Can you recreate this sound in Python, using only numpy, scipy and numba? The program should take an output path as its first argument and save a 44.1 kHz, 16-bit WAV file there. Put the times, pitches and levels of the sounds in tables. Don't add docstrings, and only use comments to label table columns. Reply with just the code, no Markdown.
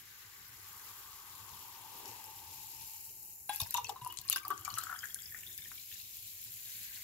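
import sys
import numpy as np
from scipy import signal
from scipy.fft import rfft, irfft, next_fast_len
from scipy.io import wavfile
from scipy.ndimage import uniform_filter1d, map_coordinates
from numba import njit

SR = 44100
rng = np.random.default_rng(int(sys.argv[2]) if len(sys.argv) > 2 else 0)


def bounce(signal):
    frames = np.transpose(np.atleast_2d(signal))
    limited = np.clip(frames, -1, 1)
    pcm = np.round(limited * 32767).astype(np.int16)
    wavfile.write(sys.argv[1], SR, pcm)


N = 310023

# start_s [s], level_db [dB]
RUMBLE_LEVEL = [(0, -69.5), (1.25, -70), (1.53, -61.5), (1.75, -70), (2.64, -64), (3.44, -70), (3.64, -63),
                (4.4, -68.5), (4.7, -62.5), (5.1, -66), (5.6, -66), (6.3, -69.5), (6.9, -65.5)]
# [dB per Hz, relative]
RUMBLE_COLOUR = [(15, -49), (25, -9.5), (107, 11.5), (146, -1.5), (206, -2.5), (253, -11.5), (280, -7),
                 (356, -7), (615, -18), (897, -14.5), (1160, -20), (1330, -58), (1500, -39), (1950, -42),
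                 (3300, -120)]
# pitch_hz [Hz], level_db [dB rms]
MAINS_TONE = [(50, -79)]
# pitch_hz [Hz], likeness [0-1]
ROOM_LIKENESS = [(40, 0.67), (100, 0.93), (180, 0.81), (300, 0.26), (1000, 0.18)]
# pitch_hz [Hz], t60_s [s]
WALL_DECAY = [(300, 0.15), (2000, 0.24), (12000, 0.041)]

# start_s [s], low_mode_hz [Hz], low_width_hz [Hz], upper_mode_hz [Hz], hollowness [0-1]
AIR_COLUMN = [(0, 1580, 710, 2880, 0), (.6, 1240, 457, 2950, 0.2), (1.3, 1110, 348, 3220, 0),
              (1.8, 910, 253, 2830, 0.06), (2.2, 874, 121, 2730, 0.2), (2.8, 876, 71, 2780, 0.3),
              (3.1, 878, 55, 2800, 0.9), (3.5, 817, 48, 2670, 0.8), (3.8, 920, 48.4, 2750, 0.2),
              (4.1, 973, 69.5, 2740, 0.7), (4.5, 1214, 100, 2870, 0.4), (4.95, 1340, 200, 3080, 0.8),
              (5.35, 1790, 284, 3450, 1), (5.52, 2000, 380, 3630, 0.8), (5.7, 2190, 505, 3600, 0.1),
              (6.1, 2720, 800, 4130, 0), (7.03, 2500, 900, 4360, 0.55)]
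# pitch_hz [Hz], level_db [dB]
GLASS_TO_PHONE = [(500, -16), (680, -8), (760, -2), (900, 0), (1030, -3), (1170, 0), (1350, -7), (1550, 0),
                  (1680, -3), (2200, -2), (5000, -2.5)]
# pitch_hz [Hz], likeness [0-1]
NEAR_LIKENESS = [(300, 0.47), (700, 0.52), (1100, 0.88), (1600, 0.063), (3100, 0.36), (6800, 0.064),
                 (15000, 0.026)]
# pitch_hz [Hz], left_minus_right_db [dB]
PORT_COLOUR = [(700, 0), (1000, 0), (2000, 1.5), (8500, -4.5), (11000, 0.5), (13000, -8.5), (15000, -11)]

# start_s [s], small_db [dB], larger_db [dB], largest_db [dB]
FOAM_LEVELS = [(0, -54, -60.5, -67.5), (.51, -54.5, -60.5, -66.5), (.84, -50, -58.5, -68.5),
               (1.04, -52, -60.5, -72), (1.64, -51, -58, -72), (2.04, -51, -59, -72),
               (2.075, -50, -54.5, -64), (2.12, -50, -57, -68.5), (2.39, -50.5, -59, -72.5),
               (2.86, -47, -56, -77), (3.13, -48, -61.5, -84), (3.45, -50.5, -70.5, -85),
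               (3.6, -49.5, -63, -76), (3.95, -59, -65, -73), (4.45, -56.5, -63.5, -82),
               (5.0, -50.5, -63.5, -67.5), (5.4, -48.5, -61.5, -70), (6.05, -48.5, -57.5, -83),
               (6.54, -46, -56, -72.5), (7.03, -46, -52, -60.5)]
# start_s [s], level_db [dB], low_murmur_db [dB]
FOAM_IN_COLUMN = [(0, -53.5, -76.5), (.6, -52, -77), (.75, -47.5, -75.5), (.88, -46.5, -70),
                  (1.2, -46.5, -72), (1.46, -45.5, -70.5), (1.88, -42, -70.5), (2.04, -39.5, -58.5),
                  (2.25, -42, -68), (2.75, -49, -78), (2.95, -51.5, -97), (3.1, -60.5, -72),
                  (3.3, -59, -82), (3.46, -65, -83)]
# start_s [s], larger_db [dB], small_db [dB]
FOAM_SIDE = [(0, 6, 7.5), (2.0, 8.5, 9.5), (3.3, 9, 9), (5.07, 10, 9), (7.03, 7.5, 8)]
# [dB per Hz, relative]
SMALL_COLOUR = [(3240, -24.5), (4600, -21), (5300, -8.5), (6000, -10), (7140, 1.5), (8630, -8.5),
                (8980, -8), (11500, 1.5), (12700, 4.5), (14200, 2), (15800, -0.5)]
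# [dB per Hz, relative]
LARGER_COLOUR = [(1400, -23), (2000, -10.5), (2250, -2), (2490, 0), (3480, 0.5), (4200, 3.5), (4600, 1),
                 (5100, 3.5), (5900, 1.5), (7000, 1), (8500, -13), (9000, -20), (11700, -42), (19800, -120)]
# [dB per Hz, relative]
LARGEST_COLOUR = [(600, -37), (1000, -15), (1420, -13), (1540, 2), (1640, -1), (2100, 2.5), (2800, -19),
                  (5000, -52)]

# start_s [s], level_db [dB]
RIM_CLINKS = [(3.494, -30)]
# pitch_hz [Hz], level_db [dB re the clink], t60_s [s]
GLASS_MODES = [(1622, -14, .3), (1650, -21, .2), (3395, -15, .2), (3440, -25, .1), (2230, -20, .05),
               (2470, -17, .04), (2750, -11.5, .035), (3080, -24, .2), (3840, -18, .05), (3970, -12, .09),
               (5330, -23, .05), (10060, 2, .02), (11000, -7, .028)]
# start_s [s], level_db [dB], pitch_hz [Hz], t60_s [s]
THUDS = [(2.063, -54.5, 400, 0.075), (2.09, -62, 115, 0.2), (3.62, -37.5, 97.4, 0.063),
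         (4.018, -51.5, 124, 0.17), (4.189, -46.5, 107, 0.027), (4.499, -56, 397.6, 0.3),
         (4.737, -58.5, 117, 0.36)]

# start_s [s], level_db [dB], pitch_hz [Hz]
SNAPS = [(2.0571, -42, 5530), (2.057, -42, 7300), (2.0794, -41, 11800), (2.0797, -50, 6700),
         (2.241, -42, 11800), (3.0092, -47, 11800), (3.4792, -75, 10000), (3.538, -38, 11000),
         (3.547, -34, 10300), (3.56, -24, 12400), (3.6027, -32, 6000), (3.601, -31, 11200),
         (3.605, -34, 12500), (3.611, -32, 10800), (3.6163, -21, 12500), (3.6337, -35, 5140),
         (3.671, -40, 10900), (3.7083, -24, 13600), (3.73, -46, 11800), (3.7421, -13.5, 13000),
         (3.746, -29, 6960), (3.7708, -29.5, 6000), (3.775, -29.5, 6100), (3.8449, -32, 5970),
         (3.868, -55, 8000), (3.8864, -41, 7750), (3.893, -34, 7560), (4.019, -51, 11000),
         (4.048, -34.5, 10050), (4.0745, -35.5, 11200), (4.1066, -46, 12300), (4.1244, -37, 11600),
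         (4.172, -36, 6460), (4.1745, -33, 8100), (4.1874, -32, 7100), (4.215, -36, 13400),
         (4.2577, -45, 14000), (4.28, -34, 9200), (4.287, -34, 5160), (4.299, -11.5, 11300),
         (4.305, -36, 11800), (4.3275, -29, 7100), (4.36, -32, 10000), (4.3608, -32, 5100),
         (4.3605, -37, 13300), (4.387, -38, 14000), (4.1405, -39, 12700), (4.1245, -39, 14500),
         (4.0748, -37, 14000), (3.7665, -45, 8000), (4.371, -34, 10800), (4.452, -39, 13700),
         (4.4815, -23.5, 14500), (4.505, -28, 14000), (4.578, -40, 6900), (4.595, -47, 11450),
         (4.6499, -28.5, 7100), (4.655, -38, 6660), (4.6783, -43, 11300), (4.703, -44, 6940),
         (4.7404, -29.5, 5940), (4.783, -26, 12200), (4.785, -28.5, 7700), (4.755, -45, 12500),
         (4.689, -42, 13500), (4.611, -43, 11500), (4.804, -40, 12000), (4.812, -40, 11500),
         (4.7857, -28, 10500), (4.837, -31, 13100), (4.838, -35.5, 7740), (4.862, -40, 7240),
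         (4.9408, -39, 12500), (4.9631, -45, 10900), (4.9903, -39.5, 6700), (5.044, -36, 11700),
         (5.05, -36, 14500), (5.056, -39, 6960), (5.062, -43, 12400), (5.086, -44, 7100),
         (5.145, -25, 10900), (5.221, -39.5, 7300), (5.324, -39, 13200), (5.389, -40, 7550),
         (5.465, -44, 13900), (5.528, -43, 7000), (5.5784, -32, 12500), (5.672, -39, 13700),
         (5.9426, -41, 7100), (6.278, -38.5, 13500)]
# start_s [s], level_db [dB], pitch_hz [Hz], t60_s [s]
TRAPPED_BUBBLES = [(3.494, -24, 835, 0.044), (3.602, -35.5, 1093, 0.057), (3.601, -22.5, 3650, 0.024),
                   (3.628, -47, 880, 0.054), (3.709, -53, 2000, 0.017), (3.742, -28.5, 3730, 0.021),
                   (3.545, -39.5, 2560, 0.038), (3.53, -46, 851, 0.1), (3.615, -35, 871, 0.062),
                   (3.615, -28, 4350, 0.021), (3.694, -43, 4010, 0.055), (3.868, -33, 4380, 0.018),
                   (3.742, -30.5, 969, 0.091), (3.747, -27, 939, 0.079), (3.745, -30.5, 2830, 0.019),
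                   (3.763, -48, 936, 0.028), (3.776, -24, 954, 0.066), (3.781, -21.5, 966, 0.055),
                   (3.777, -31.5, 2810, 0.021), (3.811, -44, 990, 0.02), (3.846, -27, 2655, 0.022),
                   (3.892, -40, 2860, 0.017), (3.959, -35, 1045, 0.046), (4.013, -35, 985, 0.097),
                   (4.015, -43.5, 2820, 0.028), (4.045, -38, 1002, 0.1), (4.062, -27.5, 980, 0.045),
                   (4.061, -43, 2800, 0.029), (4.075, -38, 998, 0.069), (4.099, -37, 2910, 0.03),
                   (4.108, -36.5, 2950, 0.036), (4.125, -40, 2960, 0.02), (4.22, -57, 1620, .09),
                   (4.25, -49, 1090, 0.069), (4.252, -52, 1770, .06), (4.125, -42, 1103, 0.036),
                   (4.285, -30, 4280, 0.021), (4.298, -31, 1250, 0.0067), (4.3, -39, 4240, 0.017),
                   (4.327, -25, 3586, 0.039), (4.326, -22, 2750, 0.018), (4.359, -24.5, 1555, 0.043),
                   (4.359, -38, 2730, 0.014), (4.359, -43, 1140, 0.029), (4.43, -45, 1130, 0.048),
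                   (4.449, -28, 1160, 0.032), (4.45, -36, 4760, 0.017), (4.503, -21, 1143, 0.044),
                   (4.506, -32, 1500, 0.04), (4.506, -38, 910, .035), (4.554, -47, 1130, 0.052),
                   (4.655, -39, 2320, 0.032), (4.678, -27, 1130, 0.021), (4.679, -40.5, 830, 0.024),
                   (4.727, -39, 4030, .02), (4.701, -31, 4370, 0.021), (4.734, -38, 1180, 0.028),
                   (4.687, -44, 1410, .03), (4.767, -39, 4200, .015), (4.775, -27.5, 1300, 0.024),
                   (4.785, -27.5, 1287, 0.023), (4.785, -35, 1550, .025), (4.786, -32, 4070, 0.015),
                   (4.802, -37, 1456, .04), (4.812, -35, 4230, 0.015), (4.824, -40, 3120, 0.018),
                   (4.835, -32, 1360, 0.013), (4.868, -30.5, 1310, 0.025), (4.869, -49, 1590, 0.023),
                   (4.883, -41, 1710, .02), (4.896, -29, 1435, 0.029), (4.897, -44, 1720, .02),
                   (4.94, -36, 1480, .025), (4.961, -42, 1800, 0.029), (4.927, -23.5, 1380, 0.018),
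                   (4.96, -38, 1540, 0.012), (4.959, -40, 3300, .019), (4.989, -35, 5020, 0.025),
                   (5.006, -41, 3140, 0.021), (5.025, -43, 3170, 0.034), (5.032, -29.5, 1550, 0.019),
                   (5.038, -31, 1670, 0.024), (5.097, -42, 1770, 0.022), (5.096, -51, 3370, 0.026),
                   (5.104, -39.5, 3300, .025), (5.158, -41, 1606, 0.04), (5.188, -40, 3320, 0.025),
                   (5.231, -38, 4950, 0.015), (5.257, -34, 5150, 0.017), (5.581, -41, 4950, .025),
                   (5.32, -39.5, 1804, 0.038), (5.346, -30.5, 1810, 0.019), (5.431, -45, 1780, 0.032),
                   (5.432, -39, 2260, 0.0081), (5.434, -39, 2760, .012), (5.356, -47, 1470, 0.051),
                   (5.588, -44, 2250, 0.021), (5.586, -46, 1760, 0.031), (5.62, -43, 2250, 0.023),
                   (5.646, -45, 2270, 0.024), (5.656, -40.5, 1820, 0.029), (5.714, -48, 1000, 0.012),
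                   (5.717, -39.5, 1540, 0.0049), (5.778, -49.5, 2330, 0.054), (5.779, -38, 3300, 0.0063),
                   (5.797, -40, 4100, .012), (5.915, -47, 1790, 0.02), (5.914, -47, 2650, 0.0094),
                   (5.9155, -37, 3130, 0.013), (5.925, -43, 2730, 0.016), (5.926, -39, 3580, .012),
                   (5.954, -49.5, 1750, .02), (5.957, -43, 3800, .012), (5.924, -52, 1800, .012),
                   (5.781, -46, 3800, .008), (5.956, -47, 2800, .02), (5.998, -45, 2720, .015),
                   (6, -39, 4120, 0.016)]
# start_s [s], level_db [dB], pitch_hz [Hz], t60_s [s], bend [octaves/s]
BENDING_BUBBLES = [(3.6, -42, 2486, 0.13, 1), (3.764, -23.5, 3600, 0.023, 3),
                   (3.892, -25.5, 845, 0.045, -11), (3.912, -49, 1200, 0.059, -2),
                   (3.963, -46, 3880, 0.026, 3), (4.012, -45, 3840, .02, -7), (4.173, -34, 4200, 0.024, -9),
                   (4.21, -43, 4300, .025, -6), (4.27, -42, 2420, 0.028, 2), (4.312, -34, 4100, .025, -5),
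                   (4.36, -44, 3120, 0.11, 5), (4.431, -43, 2220, .035, 14), (4.537, -47, 3300, .04, -7),
                   (4.706, -42, 3030, .035, -3.5), (4.738, -49, 2930, 0.033, -4),
                   (4.764, -38, 2880, 0.023, 6), (4.862, -52, 3300, .05, -2), (5.255, -53, 3500, 0.073, -2),
                   (5.465, -38, 3400, 0.016, 6), (5.472, -34.5, 3500, 0.017, 18),
                   (5.516, -63, 3620, .04, 2), (5.536, -45, 3630, 0.032, -7), (5.577, -43, 3520, .04, 2),
                   (5.582, -48, 2800, .02, -25), (5.62, -41, 3550, 0.022, 3), (5.647, -42, 3200, 0.028, -5),
                   (6.016, -53, 2600, .03, 10), (6.057, -45, 3750, 0.028, -2)]

# start_s [s], gurgle_db [dB], spray_db [dB]
STREAM_LEVELS = [(3.49, -38, -47.5), (3.7, -70, -53), (3.93, -55, -68), (4.07, -44, -65), (4.2, -55, -71),
                 (4.32, -47.5, -40.5), (4.6, -45, -102), (4.72, -42.5, -50.5), (4.85, -40, -51),
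                 (4.95, -43, -67), (5.1, -57, -59.5), (5.55, -77, -61.5), (6.05, -82, -57.5)]
# start_s [s], gurgle_db [dB], spray_db [dB]
GUSHES = [(3.497, -46, -65), (3.601, -20.5, -35.5), (3.745, -24.5, -45), (3.771, -58, -37.5),
          (3.845, -43, -61), (3.895, -27.5, -42.5), (4.1, -52, -64), (4.328, -35, -41), (4.361, -26, -31.5),
          (4.455, -34, -75), (4.512, -26, -51), (4.65, -44, -40.5), (4.7, -49, -65), (5.038, -45, -80),
          (5.29, -79, -75)]
# [dB per Hz, relative]
SPRAY_COLOUR = [(700, -48), (1500, -1), (3500, 5.5), (7000, 8), (9000, -9), (12000, 10), (14000, 9),
                (15800, 5)]
# start_s [s], pitch_hz [Hz]
BOTTLE_PITCH = [(3.75, 518), (4.1, 352), (4.45, 330), (4.8, 315), (5.5, 370)]
# start_s [s], level_db [dB]
HOOTS = [(3.784, -66), (3.9, -57.5), (4.096, -62), (4.36, -63.5), (4.52, -55.5), (4.794, -62.5),
         (5.49, -69.5)]

LAG = 3
LOW_CUT_HZ, TOP_HZ = 30, 15760
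TALLEST = 6
NECK_HZ, NECK_WIDTH_HZ = 754, 46
SPLASH_RISE, GURGLE_FALL, SPRAY_FALL = 6400, 810, 830
HOOT_RISE, HOOT_FALL = 270, 153
DAMPED_S, DAMPED_DB_PER_S = .062, 500

START_SHARE = 0.082
FROTH_DB, SMACK_DB, BLOW_DB = -14, -12, 4
FROTH_SLOPE, SMACK_SLOPE, BLOW_SLOPE = -2, -10, -12.5
PLOP_LEFT_DB, LEFT_DB_PER_S = 3.5, 2
SATELLITE_DB, SATELLITE_S, SATELLITE_OCTAVES = -11.5, .03, 0.217
FAINT_FROM_S, FAINT_TO_S = 3.5, 5.6
DRIP_FLOOR_DB, DRIP_SPREAD_DB, DRIP_CYCLES = -62.5, 3.5, 36

SPIT_T60_S, SNAPPIER = 0.0044, 0.22
SCATTER_DB, SCATTER_GROWS = -43.5, 0.76
CRACK_DB, PATTER_DB = -10.5, 3.5
SPIT_LEFT_DB, SPIT_LEFT_SPREAD_DB = 13, 0.1
FLECK_DB, FLECK_SPREAD_DB = -54, 1.5
FLECK_LOW_HZ, FLECK_HIGH_HZ = 5780, 14900


def amp(db):
    return 10 ** (np.asarray(db) / 20)


def unit(x):
    return x / np.sqrt(np.mean(x ** 2) + 1e-20)


def along(points, hz):
    f, v = np.transpose(points)
    return np.interp(np.log(hz + 1), np.log(f + 1), v)


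def curves(rows, outside=None):
    s, *cols = np.transpose(rows)
    return [np.interp(np.arange(N) / SR, s, c, outside, outside) for c in cols]


def wobble(rate):
    knots = rng.standard_normal(int(N * rate / SR) + 4)
    return map_coordinates(knots, [np.arange(N) * rate / SR])


def sides(left_db):
    return amp(np.array([left_db / 2, -left_db / 2]))


def filtered(x, response):
    m = next_fast_len(N + SR // 2)
    return irfft(rfft(x, m) * response(np.fft.rfftfreq(m, 1 / SR)), m)[..., :N]


def add(out, s, sound, left_db):
    length = sound.shape[-1]
    pair = np.broadcast_to(sound, (2, length))
    for ch, lag in enumerate((0, LAG)):
        piece = out[ch, round(s * SR) + lag:][:length]
        piece += sides(left_db)[ch] * pair[ch, :len(piece)]


def swells(times, peaks_db, rise, fall):
    t = np.arange(N) / SR
    slopes = [db - np.maximum(rise * (s - t), fall * (t - s)) for s, db in zip(times, peaks_db)]
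    return amp(np.max(slopes, axis=0))


def crackle(spread_db):
    draws = np.minimum(rng.exponential(size=(2, N // 16 + 1)), TALLEST)
    sizes = amp(spread_db * draws).repeat(16, axis=1)[:, :N]
    return unit(sizes * rng.standard_normal((2, N)))


def rush(pair, spectrum, patchy_db, alike=NEAR_LIKENESS):
    z = signal.stft(pair, nperseg=256)[2]
    field = uniform_filter1d(rng.standard_normal(z.shape[1:]), size=7, axis=0)
    field = uniform_filter1d(field, size=5, axis=1)
    pair = signal.istft(z * amp(patchy_db * unit(field)), nperseg=256)[1][:, :N]

    def mid_side(hz):
        turn = np.arccos(np.clip(along(alike, hz), -1, 1)) / 2
        return amp(along(spectrum, hz)) * [np.cos(turn), np.sin(turn)]

    mid, side = filtered(pair, mid_side)
    return unit(np.array([mid + side, np.roll(mid - side, shift=LAG)]))


def puff(t, low_hz, high_hz):
    band = signal.butter(2, [low_hz, min(high_hz, SR / 2 - 100)], "bandpass", fs=SR, output="sos")
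    a, b = signal.sosfilt(band, rng.standard_normal((2, len(t))))
    alike = np.clip(1000 / low_hz, 0, .95)
    return unit(np.array([a, alike * a + np.sqrt(1 - alike ** 2) * b]))


@njit
def resonate(x, hz, width, sr):
    y = np.zeros(len(x))
    for i in range(2, len(x)):
        r = np.exp(-np.pi * width[i] / sr)
        angle = 2 * np.pi * hz[i] / sr
        drive = np.sqrt(1 - r * r) * np.sin(angle) * (x[i] - x[i - 2])
        y[i] = drive + 2 * r * np.cos(angle) * y[i - 1] - r * r * y[i - 2]
    return y


def ring(x, hz, width):
    return np.array([resonate(v, hz, width, SR) for v in x])


def column(x, upper_db, neck_db=-120):
    low_hz, width, upper_hz, _ = curves(AIR_COLUMN)
    both = ring(x, low_hz, width) + amp(upper_db) * ring(x, upper_hz, 150 + 1.9 * width)
    neck = amp(neck_db) * ring(x, np.full(N, float(NECK_HZ)), np.full(N, float(NECK_WIDTH_HZ)))
    return filtered(both + neck, lambda hz: amp(along(GLASS_TO_PHONE, hz)))


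def hollowed(x):
    upper_hz, depth = curves(AIR_COLUMN)[2:]

    def band(hz, width):
        peak_to_one = np.sqrt(np.tanh(np.pi * width / SR / 2)) / np.sin(2 * np.pi * hz / SR)
        return peak_to_one * ring(x, hz, np.full(N, width))

    return x + np.clip(depth, 0, 1) * (0.32 * band(upper_hz, 220.0) - band(1.23 * upper_hz, 930.0))


def kitchen():
    level = amp(curves(RUMBLE_LEVEL)[0] + 1.6 * wobble(8.2))
    noise = rng.standard_normal((2, N))
    rumble = level * rush(noise, RUMBLE_COLOUR, patchy_db=2.0, alike=ROOM_LIKENESS)
    t = np.arange(N) / SR
    tone = sum(amp(db) * np.sqrt(2) * np.sin(2 * np.pi * hz * t) for hz, db in MAINS_TONE)
    return sides(2.1)[:, None] * (rumble + tone)


def walls(x):
    hz, t, z = signal.stft(rng.standard_normal((2, SR // 2)), SR, nperseg=256)
    fading = z * amp(-60 * t / along(WALL_DECAY, hz)[:, None])
    tail = signal.istft(fading, SR, nperseg=256)[1]
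    delayed = np.pad(x, ((0, 0), (150, 0)))
    return signal.fftconvolve(delayed, tail / np.linalg.norm(tail[0]), axes=1)[:, :N]


def foam():
    small_db, larger_db, largest_db = curves(FOAM_LEVELS)
    larger_left, small_left = curves(FOAM_SIDE)
    hollow_db, murmur_db = curves(FOAM_IN_COLUMN, outside=-120)
    surge = 0.75 * wobble(24)
    small = rush(crackle(2.65), SMALL_COLOUR, patchy_db=1.5)
    small *= amp(small_db + 0.92 * surge) * sides(small_left)
    larger = rush(crackle(2.1), LARGER_COLOUR, patchy_db=1.5)
    larger *= amp(larger_db + 1.5 * surge) * sides(larger_left)
    largest = rush(crackle(1.8), LARGEST_COLOUR, patchy_db=2.0)
    largest *= amp(largest_db) * sides(larger_left)
    stir = rush(crackle(0.54), [(300, -26), (800, -0.5), (4000, -2.0)], patchy_db=0.64)
    hollow = amp(hollow_db) * column(stir, upper_db=-17.0)
    murmur_colour = [(150, -6.0), (300, 1.0), (400, 4.5), (550, -2.5), (1000, -15.5)]
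    murmur = amp(murmur_db) * rush(crackle(0.34), murmur_colour, patchy_db=2.5)
    return hollowed(small + larger + largest) + (hollow + murmur) * sides(6.1)[:, None]


def knocks():
    out, t = np.zeros((2, N)), np.arange(SR // 2) / SR
    for s, db in RIM_CLINKS:
        modes = sum(amp(db + level_db - 60 * t / t60) * np.sin(2 * np.pi * hz * t)
                    for hz, level_db, t60 in GLASS_MODES)
        add(out, s, amp(-DAMPED_DB_PER_S * np.maximum(t - DAMPED_S, 0)) * modes, 6.5)
        grate = amp(db - 21 - 60 * t / 0.27) * puff(t, 1560, 3900)
        add(out, s, grate, 6.5)
    for s, db, hz, t60 in THUDS:
        envelope = 1.8 * amp(db - 60 * t / t60) * (1 - np.exp(-t / 0.0017))
        add(out, s, envelope * np.sin(2 * np.pi * hz * t), 3.5)
    return out


def flecks(count):
    when, size, tune = rng.random((count, 3)).T
    s = FAINT_FROM_S + when * (FAINT_TO_S - FAINT_FROM_S)
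    hz = FLECK_LOW_HZ + tune * (FLECK_HIGH_HZ - FLECK_LOW_HZ)
    level_db = FLECK_DB - FLECK_SPREAD_DB * np.log(size) + along(SMALL_COLOUR, hz)
    return list(zip(s, level_db, hz))


def spits():
    out, t = np.zeros((2, N)), np.arange(SR // 20) / SR
    for s, db, hz in SNAPS + flecks(count=130):
        left_db = rng.normal(SPIT_LEFT_DB, SPIT_LEFT_SPREAD_DB)
        turn = [[0], [rng.uniform(0, 2 * np.pi)]]
        droplets = amp(PATTER_DB * rng.exponential(size=len(t) // 32 + 1))
        patter = unit(droplets.repeat(32)[:len(t)])
        scatter_db = SCATTER_DB + SCATTER_GROWS * (db + 34)
        hurry = amp(SNAPPIER * (db + 28.5))
        envelope = 2.38 * amp(db - 60 * t / SPIT_T60_S * hurry) * (1 - np.exp(-t / 0.00036))
        add(out, s, envelope * np.sin(2 * np.pi * hz * t + turn), left_db)
        scatter = amp(scatter_db - 60 * t / 0.016) * patter * puff(t, 0.5 * hz, 1.44 * hz)
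        add(out, s, scatter, 0.99 * left_db)
        crack = amp(db + CRACK_DB - 60 * t / 0.0045) * puff(t, 0.86 * hz, 1.3 * hz)
        add(out, s, crack, left_db)
    return out


def bubble(t, hz, t60, bend=0.77):
    waver = 0.025 * np.sqrt(hz / SR) * np.cumsum(rng.standard_normal(len(t)))
    t60 = max(t60, .004)
    start = 1 - np.exp(-t / (START_SHARE * t60))
    pitch_hz = hz * 2 ** (bend * np.minimum(t, t60))
    return amp(-60 * t / t60) * start * np.sin(2 * np.pi * np.cumsum(pitch_hz) / SR + waver)


def drips(count):
    when, size, mode, tune = rng.random((count, 4)).T
    s = FAINT_FROM_S + when * (FAINT_TO_S - FAINT_FROM_S)
    low_hz, _, upper_hz, _ = (c[(s * SR).astype(int)] for c in curves(AIR_COLUMN))
    centre_hz = np.select([mode < .3, mode < .65], [low_hz, upper_hz], 1.28 * upper_hz)
    hz = centre_hz * (0.89 + 0.49 * tune)
    return list(zip(s, DRIP_FLOOR_DB - DRIP_SPREAD_DB * np.log(size), hz, DRIP_CYCLES / hz))


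def plops():
    out, blows = np.zeros((2, N)), np.zeros((2, N))
    ringing, t = np.arange(SR // 8) / SR, np.arange(SR // 20) / SR
    first_s = TRAPPED_BUBBLES[0][0]
    for s, db, hz, t60, *bend in TRAPPED_BUBBLES + BENDING_BUBBLES + drips(count=210):
        left_db = PLOP_LEFT_DB + LEFT_DB_PER_S * (s - first_s) + rng.normal(0, 2.6)
        octaves = np.log2(hz / 1000)
        add(out, s, amp(db) * bubble(ringing, hz, t60, *bend), left_db)
        delay, tune, size = rng.random(), rng.normal(), rng.normal()
        satellite = bubble(t, hz * 2 ** (SATELLITE_OCTAVES * tune), min(0.74 * t60, .05))
        add(out, s + SATELLITE_S * delay, amp(db + SATELLITE_DB + 1.9 * size) * satellite, left_db)
        froth_db = db + FROTH_DB + FROTH_SLOPE * octaves
        add(out, s, amp(froth_db - 60 * t / 0.034) * puff(t, 0.93 * hz, 1.205 * hz), left_db)
        smack_db = db + SMACK_DB + SMACK_SLOPE * octaves
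        add(out, s, amp(smack_db - 60 * t / 0.0051) * puff(t, 1.02 * hz, 1.55 * hz), left_db)
        blow_db = db + BLOW_DB + BLOW_SLOPE * octaves
        add(blows, s, amp(blow_db - 60 * t / 0.006) * rng.standard_normal(len(t)), left_db)
    return out + column(blows, upper_db=-25, neck_db=-4)


def stream():
    gurgle_db, spray_db = curves(STREAM_LEVELS, outside=-120)
    s, gush_db, shower_db = np.transpose(GUSHES)
    gurgle = amp(gurgle_db) + swells(s, gush_db, SPLASH_RISE, GURGLE_FALL)
    shower = amp(spray_db) + swells(s, shower_db, SPLASH_RISE, SPRAY_FALL)
    churn = wobble(45)
    bursts = amp(2 * churn) * crackle(2)
    drive = gurgle * rush(bursts, [(300, -29), (800, 4), (6000, 2.0)], patchy_db=5.5)
    patter = amp(3 * churn) * rush(crackle(3), SPRAY_COLOUR, patchy_db=4.5)
    spray = hollowed(shower * patter)
    _, width, upper_hz, _ = curves(AIR_COLUMN)
    trickle = amp(-10.0) * ring(spray, upper_hz, 120 + 0.18 * width)
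    breath = rush(rng.standard_normal((2, N)), [(100, -3), (1000, -3.5), (3000, -60)], patchy_db=2)
    bottle_air = unit(ring(breath, curves(BOTTLE_PITCH)[0], np.full(N, 40.)))
    hoot = swells(*np.transpose(HOOTS), HOOT_RISE, HOOT_FALL) * bottle_air
    gurgling = column(drive, upper_db=-17.5, neck_db=-9.0)
    return (gurgling + spray + trickle + hoot) * sides(6.9)[:, None]


def scene():
    hits = plops() + spits() + knocks()
    answer = amp(-10) * walls(hits)
    return kitchen() + answer + foam() + hits + stream()


def record(dry):
    def phone(hz):
        bass_cut = (1j * hz / (LOW_CUT_HZ + 1j * hz)) ** 2
        return sides(along(PORT_COLOUR, hz)) * bass_cut * (hz < TOP_HZ)

    return filtered(dry, phone)


dry = scene()
out = record(dry)
bounce(out)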